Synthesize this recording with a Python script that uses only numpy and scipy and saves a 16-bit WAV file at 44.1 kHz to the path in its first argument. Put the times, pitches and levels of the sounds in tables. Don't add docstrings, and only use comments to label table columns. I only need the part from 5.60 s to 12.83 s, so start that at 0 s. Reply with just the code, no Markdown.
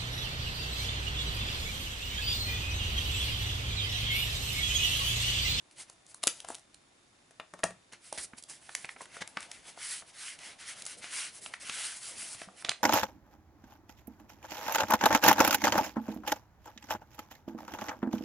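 import sys
import numpy as np
from scipy import signal
from scipy.fft import rfft, irfft, next_fast_len
from scipy.io import wavfile
from scipy.ndimage import uniform_filter1d, map_coordinates

SR = 44100
rng = np.random.default_rng(int(sys.argv[2]) if len(sys.argv) > 2 else 0)


def wav_record(signal):
    frames = np.transpose(np.atleast_2d(signal))
    bounded = np.clip(frames, -1, 1)
    quanta = np.round(bounded * 32767).astype(np.int16)
    wavfile.write(sys.argv[1], SR, quanta)


def invert_db(x):
    u = np.asarray(x, float) / 20
    return 10 ** u


N = 318843

# (frequency [Hz], relative level [dB per Hz])
AIR_COLOUR = [(15, -45), (25, -16), (77, -11), (101, -10), (134, -8.5), (169, -12.5), (327, -8),
              (381, -11.5), (468, -14.5), (518, -12), (2390, -17), (3590, -19), (11000, -24), (14300, -61),
              (22000, -120)]
# (frequency [Hz], correlation [-1 to 1])
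AIR_LIKENESS = [(60, 0.89), (170, 0.97), (490, 0.035), (1410, 0.02), (4040, 0.17), (11600, 0.85)]
# (frequency [Hz], relative level [dB])
WHINE_TONES = [(1803, -90.5), (3601, -84.5), (3720, -90.5), (7025, -89), (7144, -94.5), (7445, -98.5)]
# (frequency [Hz], t60 [s])
ROOM_DECAY = [(150, 0.11), (1000, 0.24), (4000, 0.23), (10000, 0.18)]
# (frequency [Hz], gain [dB])
BAND_LIMIT = [(10900, 0), (11030, -3.5), (11150, -39.5), (12200, -44.5), (16000, -80)]
# (time [s], left over right [dB])
HAND_PAN = [(0, -0.5), (.64, 1), (.9, 1.5), (1.14, -3), (1.8, 2.5), (2.1, 1), (2.6, -2), (3.3, -1.5),
            (3.7, 1), (4.6, -1), (5.2, 0.2), (6.8, 0), (7.05, -3)]

# (time [s], frequency [Hz], level [dB], t60 [s])
DULL_BUMPS = [(0.637, 300, -49, .03), (.668, 149.6, -48, 0.032), (.672, 334, -40.5, 0.054),
              (2.04, 108, -55, 0.43), (2.585, 65, -54, 0.088), (2.735, 226, -39.5, 0.026),
              (3.769, 204, -45, 0.059), (6.628, 269, -45.5, 0.025), (6.75, 113, -54, .06),
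              (6.874, 193, -47, 0.12), (7.089, 142, -44, 0.063)]
# (time [s], low level [dB], mid level [dB], mid pitch [Hz], edge level [dB])
DESK_KNOCKS = [(1.7092, -64.5, -62, 1780, -56.5), (1.7989, -49.5, -39, 1770, -55.5),
               (1.9382, -47.5, -45, 1290, -47), (1.9916, -55.5, -53.5, 1700, -52),
               (2.003, -67, -57, 1225, -56), (2.0345, -35.5, -27, 1860, -52),
               (2.039, -29.5, -28, 1530, -19), (2.1068, -50.5, -51.5, 1890, -48)]
# (time [s], low level [dB], mid level [dB], mid pitch [Hz], edge level [dB])
BLADE_HITS = [(.1125, -80, -61.5, 2800, -53), (.2992, -54, -72, 2280, -42), (.4659, -83, -74, 2780, -48.5),
              (.517, -72, -73.5, 1990, -55), (.5457, -54, -54.5, 1440, -37.5),
              (.632, -62.5, -41, 2480, -31), (.6364, -43, -31.5, 2740, -24), (.638, -52.5, -42, 2400, -22),
              (.6395, -35, -39.5, 1720, -32), (.6697, -39.5, -53, 1850, -43),
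              (.672, -26.5, -34, 1180, -10.5), (.6772, -49, -22, 2990, -13.5),
              (.6802, -51, -37.5, 2450, -53), (.6887, -65.5, -46, 2940, -48),
              (.8036, -75, -44.5, 3390, -37)]
# (time [s], flap level [dB], pop level [dB], pop pitch [Hz], crisp edge level [dB])
CREASE_SNAPS = [(.8479, -58, -41.5, 905, -42), (.8872, -43.5, -49, 1420, -32), (.9033, -39, -39, 935, -40),
                (.9463, -55, -47.5, 3050, -36), (.9515, -67, -45, 3000, -36), (.9225, -51, -54, 900, -60),
                (.9839, -60, -61, 2110, -50), (.9948, -69, -70, 2400, -51), (1.1447, -71, -55, 3160, -46),
                (2.3247, -61, -67, 2150, -47), (2.3341, -53, -48, 2050, -44),
                (2.5272, -41.5, -36, 690, -29), (2.5765, -47, -47, 1960, -34),
                (2.7347, -61, -48, 1280, -69), (2.8258, -71, -75, 3120, -42),
                (2.8378, -69, -51.5, 3880, -39.5), (2.8976, -58, -62, 3710, -40),
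                (3.093, -57, -41.5, 1550, -49), (3.1512, -52, -29, 2550, -22),
                (3.2465, -45.5, -35.5, 2120, -52), (3.254, -61, -46, 2090, -43),
                (3.2913, -62, -35.5, 1930, -57), (3.3642, -53, -48.5, 1630, -75),
                (3.4086, -48.5, -41.5, 1140, -61), (3.4176, -47, -50, 1020, -41),
                (3.4567, -60, -50, 1860, -50), (3.5685, -47, -40, 1430, -52), (3.6213, -46, -35, 1990, -67),
                (3.6761, -58, -48, 2360, -36), (3.772, -40, -28.5, 1700, -45),
                (3.8056, -73, -46, 2670, -36.5), (3.829, -60, -45, 2720, -42),
                (3.9154, -59, -41, 2550, -32.5), (4.1766, -51, -49.5, 890, -70),
                (4.424, -52, -53, 1290, -68), (4.7899, -65, -51, 2880, -44.5), (5.222, -72, -48, 2520, -33),
                (5.2536, -56, -73, 1900, -35), (5.2646, -50, -49, 2760, -30), (5.4425, -50, -41, 2140, -55),
                (5.862, -46, -37.5, 2830, -48), (5.939, -76, -32.5, 2040, -46),
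                (6.0969, -43.5, -31, 2420, -37), (6.63, -55.5, -62, 2260, -41),
                (6.748, -53, -49, 2470, -42), (6.8172, -43.5, -41.5, 1880, -47),
                (6.8876, -52.5, -53, 1170, -72), (7.0242, -53, -49, 1750, -46),
                (7.0485, -40.5, -30, 3400, -53), (7.0882, -46, -35, 1850, -62),
                (7.0936, -37, -20.5, 3500, -22), (7.1171, -46, -32, 1750, -37)]
# (frequency [Hz], relative level [dB], t60 [s])
DESK_MODES = [(178.4, -2, 0.36), (658, 8, 0.065), (1204, -7, 0.028), (1337, 8, 0.041), (2190, -7, 0.03),
              (2760, -17, 0.025)]
# (frequency [Hz], relative level [dB], t60 [s])
STEEL_MODES = [(2900, -20.5, 0.11), (8650, -14, 0.013), (10900, -2, 0.018)]
# (frequency [Hz], relative level [dB per Hz])
WOOD_COLOUR = [(70, -41), (170, -6.5), (300, -4), (500, -2), (670, 3.5), (950, -8), (1500, -29)]
# (frequency [Hz], relative level [dB per Hz])
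FLAP_COLOUR = [(70, -22.5), (200, -12.5), (450, -11), (680, -4), (950, -10), (1400, -8), (2500, -44)]
# (multiple of its pitch [ratio], relative level [dB per Hz])
POP_COLOUR = [(.15, -41.5), (.4, -8), (1, 4.5), (2.2, -10), (5, -33)]
# (frequency [Hz], relative level [dB per Hz])
EDGE_COLOUR = [(2000, -34), (3600, -6), (5200, -3.5), (7000, -1), (10000, -1.5), (13000, -1.5)]

# (frequency [Hz], relative level [dB per Hz])
RUSTLE_COLOUR = [(400, -38), (900, -18), (1500, -7.5), (1800, -8), (2050, -4.5), (2500, -7.5), (3050, -6.5),
                 (3500, -9.5), (4200, -11.5), (6500, -12.5), (9000, -33)]
# (frequency [Hz], relative level [dB per Hz])
HISS_COLOUR = [(2500, -28), (4000, 0), (5300, 3), (6500, 1.5), (8500, 7), (10400, 8), (13000, -13)]
# (frequency [Hz], relative level [dB per Hz])
RUMBLE_COLOUR = [(25, -17), (80, -5), (180, -3.5), (450, -4), (680, 1.5), (950, -4), (2000, -28)]
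# (frequency [Hz], correlation [-1 to 1])
PAPER_LIKENESS = [(100, 0.7), (350, 0.51), (1000, 0.86), (2000, 0.91), (10000, 0.93)]
# (time [s], low rumble level [dB])
HAND_STIR = [(0, -78), (.6, -75), (.8, -66), (1.03, -82), (2.3, -82), (2.45, -80), (2.7, -72), (3.3, -72.5),
             (3.8, -61.5), (4.15, -66.5), (4.6, -70), (4.84, -60.5), (5.0, -65), (5.46, -62), (5.75, -65.5),
             (6.88, -61.5), (7.0, -67.5), (7.085, -56), (7.14, -82), (7.23, -65)]
# (time of top speed [s], speeding up [s], slowing down [s], rustle level [dB], hiss level [dB])
SHEET_PULLS = [(4.21, .04, 0.059, -50.5, -55), (4.314, 0.16, 0.12, -46, -40.5),
               (4.495, 0.051, 0.029, -59.5, -57.5), (4.66, 0.14, 0.12, -47, -45.5),
               (4.86, 0.087, 0.098, -49, -52), (5.01, 0.029, 0.12, -49.5, -52),
               (5.1, 0.055, 0.049, -45, -42), (5.19, 0.054, 0.062, -53, -52.5),
               (5.268, 0.012, 0.016, -51, -42.5), (5.3, 0.074, 0.075, -51, -49.5),
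               (5.384, 0.017, 0.032, -60, -48.5), (5.445, 0.037, 0.091, -46, -49.5),
               (5.6, 0.11, 0.12, -40.5, -38), (5.77, 0.07, 0.037, -56, -49),
               (5.851, 0.048, 0.066, -56, -48), (5.935, 0.052, 0.043, -58, -57),
               (6.02, 0.024, .03, -50, -46), (6.08, 0.051, 0.057, -45.5, -46), (6.17, 0.066, 0.2, -42, -41),
               (6.26, 0.078, 0.1, -43.5, -40), (6.37, 0.062, 0.038, -52.5, -46),
               (6.47, 0.085, 0.11, -50, -43), (6.62, 0.082, 0.073, -49, -42.5),
               (6.72, 0.093, .06, -51.5, -44), (6.81, .07, 0.062, -51.5, -50.5)]
# (time of top speed [s], speeding up [s], slowing down [s], rustle level [dB], hiss level [dB])
PAPER_RUBS = [(.125, 0.027, 0.026, -74, -64), (.2, 0.053, 0.059, -51, -45), (.3, 0.044, 0.019, -61, -65),
              (.33, 0.018, 0.014, -77, -60), (.509, .07, 0.046, -67, -57), (.569, .04, .04, -76, -62),
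              (.628, 0.011, 0.011, -55, -55), (.775, 0.047, 0.094, -58.5, -52),
              (.85, 0.012, 0.017, -51, -68), (.92, 0.099, 0.081, -56, -52), (1.985, 0.023, 0.028, -63, -72),
              (2.33, 0.017, .05, -52.5, -58), (2.462, 0.082, 0.2, -61, -55), (2.55, 0.05, 0.043, -51, -48),
              (2.58, 0.0056, 0.044, -43.5, -48), (2.64, 0.079, 0.028, -50, -38.5),
              (2.785, 0.023, 0.036, -57, -48.5), (2.903, 0.029, 0.12, -56, -48.5),
              (3.02, 0.019, .05, -59, -53.5), (3.185, 0.26, 0.14, -56, -50.5),
              (3.314, 0.06, 0.065, -61, -53), (3.414, 0.052, 0.081, -53.5, -53),
              (3.55, 0.1, 0.11, -52, -55), (3.62, .018, 0.018, -38, -46), (3.694, 0.027, 0.032, -81, -56),
              (3.825, 0.12, 0.095, -53, -55), (3.951, 0.1, 0.12, -56, -56.5), (4.095, 0.1, 0.082, -53, -53),
              (7.018, 0.093, 0.012, -55, -52.5), (7.06, .015, 0.027, -48, -68),
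              (7.11, .03, 0.024, -42, -68)]


def unit(x):
    return x / np.sqrt(np.mean(x ** 2) + 1e-20)


def along(points, hz):
    f, v = np.transpose(points)
    return np.interp(np.log(hz + 1), np.log(f + 1), v)


def filtered(x, response):
    size = next_fast_len(x.shape[-1] + 8192)
    spectrum = rfft(x, size) * response(np.fft.rfftfreq(size, 1 / SR))
    return irfft(spectrum, size)[..., :x.shape[-1]]


def gain_curve(rows):
    s, db = np.transpose(rows)
    return invert_db(np.interp(np.arange(N) / SR, s, db))


def rush(colour, likeness, patchy_db, grain_db):
    grain = unit(uniform_filter1d(rng.exponential(size=N) - 1, size=30))
    z = signal.stft(invert_db(grain_db * grain) * rng.standard_normal((2, N)), nperseg=512)[2]
    patches = uniform_filter1d(rng.standard_normal(z.shape[1:]), size=5, axis=0)
    patches = uniform_filter1d(patches, size=8, axis=1)
    pair = signal.istft(z * invert_db(patchy_db * unit(patches)), nperseg=512)[1][:, :N]

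    def mid_side(hz):
        turn = np.arccos(np.clip(along(likeness, hz), -1, 1)) / 2
        return invert_db(along(colour, hz)) * [np.cos(turn), np.sin(turn)]

    mid, side = filtered(pair, mid_side)
    return unit(np.array([mid + side, mid - side]))


def whine():
    t, tones = np.arange(N) / SR, np.zeros(N)
    for hz, db in WHINE_TONES:
        waver = np.cumsum(rng.normal(0, 0.03, N))
        tones += invert_db(db + 5) * np.sin(2 * np.pi * hz * t + waver)
    return tones


def room_tone():
    return invert_db(-65) * rush(AIR_COLOUR, AIR_LIKENESS, patchy_db=0.2, grain_db=1.5) + whine()


def room(x):
    out, step = np.zeros((2, N + SR)), SR // 3
    for at in range(0, N, step):
        hz, t, z = signal.stft(rng.standard_normal((2, SR // 2)), SR, nperseg=256)
        decay = invert_db(-60 * t / along(ROOM_DECAY, hz)[:, None])
        mid, side = signal.istft(z * decay, SR, nperseg=256)[1]
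        tail = np.array([mid + 0.48 * side, mid - 0.34 * side])
        wet = signal.fftconvolve(x[:, at:at + step], tail / np.linalg.norm(tail[0]), axes=1)
        out[:, at + 350:][:, :wet.shape[1]] += wet
    return out[:, :N]


def thuds():
    out, t = np.zeros(N + SR), np.arange(SR // 4) / SR
    for s, hz, db, t60 in DULL_BUMPS:
        shape = invert_db(db - 60 * t / t60) * (1 - np.exp(-t / 0.00067))
        out[round(s * SR):][:len(t)] += shape * np.sin(2 * np.pi * hz * t)
    return out[:N]


def hits(events, low, modes, usual_t60, shorter, ring_db, flap_slower, lead, crack):
    before = SR // 100
    out, t = np.zeros(N + SR), np.arange(-before, SR // 6) / SR
    after = np.maximum(t, 0)
    for s, flap_db, pop_db, pop_hz, edge_db in events:
        t60 = max(usual_t60 * invert_db(-shorter * (edge_db + 37)), 0.003)
        pop = [(pop_hz * k, db) for k, db in POP_COLOUR]
        registers = [(flap_db, low, flap_slower * t60),
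                     (pop_db, pop, t60),
                     (edge_db, EDGE_COLOUR, 0.89 * t60)]
        burst = np.zeros(len(t))
        for db, colour, life in registers:
            shape = invert_db(-60 * np.where(t < 0, -t / lead, t) / life)
            push = shape * rng.standard_normal(len(t))
            push[before] = crack * np.linalg.norm(shape)
            part = filtered(push, lambda hz: invert_db(along(colour, hz)))
            burst += invert_db(db + 3) * part * np.linalg.norm(shape) / np.linalg.norm(part)
        for hz, level, long in modes:
            strength = along([(900, flap_db), (3500, edge_db)], hz) + ring_db + level + rng.normal(0, 2.4)
            drift = np.cumsum((t > 0) * rng.normal(0, 0.07 * np.sqrt(hz / 1000), len(t)))
            burst += invert_db(strength - 60 * after / long) * np.sin(2 * np.pi * hz * after + drift)
        out[round(s * SR) - before:][:len(t)] += burst
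    return out[:N]


def desk_knocks():
    return hits(DESK_KNOCKS, WOOD_COLOUR, DESK_MODES, usual_t60=0.026, shorter=0.15, ring_db=-11.5,
                flap_slower=2.2, lead=0.0173, crack=0.57)


def scissor_blades():
    return hits(BLADE_HITS, FLAP_COLOUR, STEEL_MODES, usual_t60=0.012, shorter=0.18, ring_db=-7,
                flap_slower=0.92, lead=0.67, crack=0.55)


def crease_snaps():
    return hits(CREASE_SNAPS, FLAP_COLOUR, [], usual_t60=0.015, shorter=0.14, ring_db=0,
                flap_slower=1.58, lead=0.34, crack=0.2)


def strokes(rows, pointed, rustle_grows, hiss_grows):
    out, t = np.zeros((2, N)), np.arange(N) / SR
    jerks_per_s, jerk_db = 35, 1.22
    wobble = rng.standard_normal(int(N * jerks_per_s / SR) + 4)
    jerks = invert_db(jerk_db * map_coordinates(wobble, [t * jerks_per_s]))
    for s, up, down, rustle_db, hiss_db in rows:
        at = slice(max(round((s - up) * SR), 0), round((s + down) * SR))
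        away = np.minimum(np.abs(t[at] - s) / np.where(t[at] < s, up, down), 1)
        speed = jerks[at] * ((1 - pointed) * np.cos(np.pi / 2 * away) + pointed * (1 - away))
        rustle = invert_db(rustle_db) * np.abs(speed) ** rustle_grows
        hiss = invert_db(hiss_db) * np.abs(speed) ** hiss_grows
        out[:, at] += np.array([rustle, hiss]) ** 2
    return out


def sliding_paper():
    stir = gain_curve(HAND_STIR)
    pulls = strokes(SHEET_PULLS, pointed=0.36, rustle_grows=0.79, hiss_grows=1.1)
    rubs = strokes(PAPER_RUBS, pointed=0.97, rustle_grows=1.42, hiss_grows=1.8)
    faint = invert_db([[-5], [-6]]) * stir
    rustle, hiss = np.sqrt(pulls + rubs + faint ** 2)
    rumble = np.sqrt(stir ** 2 + invert_db(-23.5) ** 2 * pulls[0] + invert_db(-8.5) ** 2 * rubs[0])
    return (rustle * rush(RUSTLE_COLOUR, PAPER_LIKENESS, patchy_db=1.6, grain_db=1.8)
            + hiss * rush(HISS_COLOUR, PAPER_LIKENESS, patchy_db=1.2, grain_db=1.6)
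            + rumble * rush(RUMBLE_COLOUR, PAPER_LIKENESS, patchy_db=3.0, grain_db=0.5))


def scene():
    left = gain_curve(HAND_PAN)
    sides = np.array([np.sqrt(left), 1 / np.sqrt(left)])
    close = sides * (thuds() + desk_knocks() + scissor_blades() + crease_snaps())
    paper = sides * sliding_paper()
    reflections = invert_db(-10.5) * room(close + invert_db(-3) * paper)
    return close + paper + reflections + room_tone()


def roll_off(x):
    return signal.sosfilt(signal.butter(12, 12170, fs=SR, output="sos"), x)


def record(dry):
    mix = filtered(dry, lambda hz: invert_db(along(BAND_LIMIT, hz)))
    return roll_off(mix)


dry = scene()
out = record(dry)
wav_record(out)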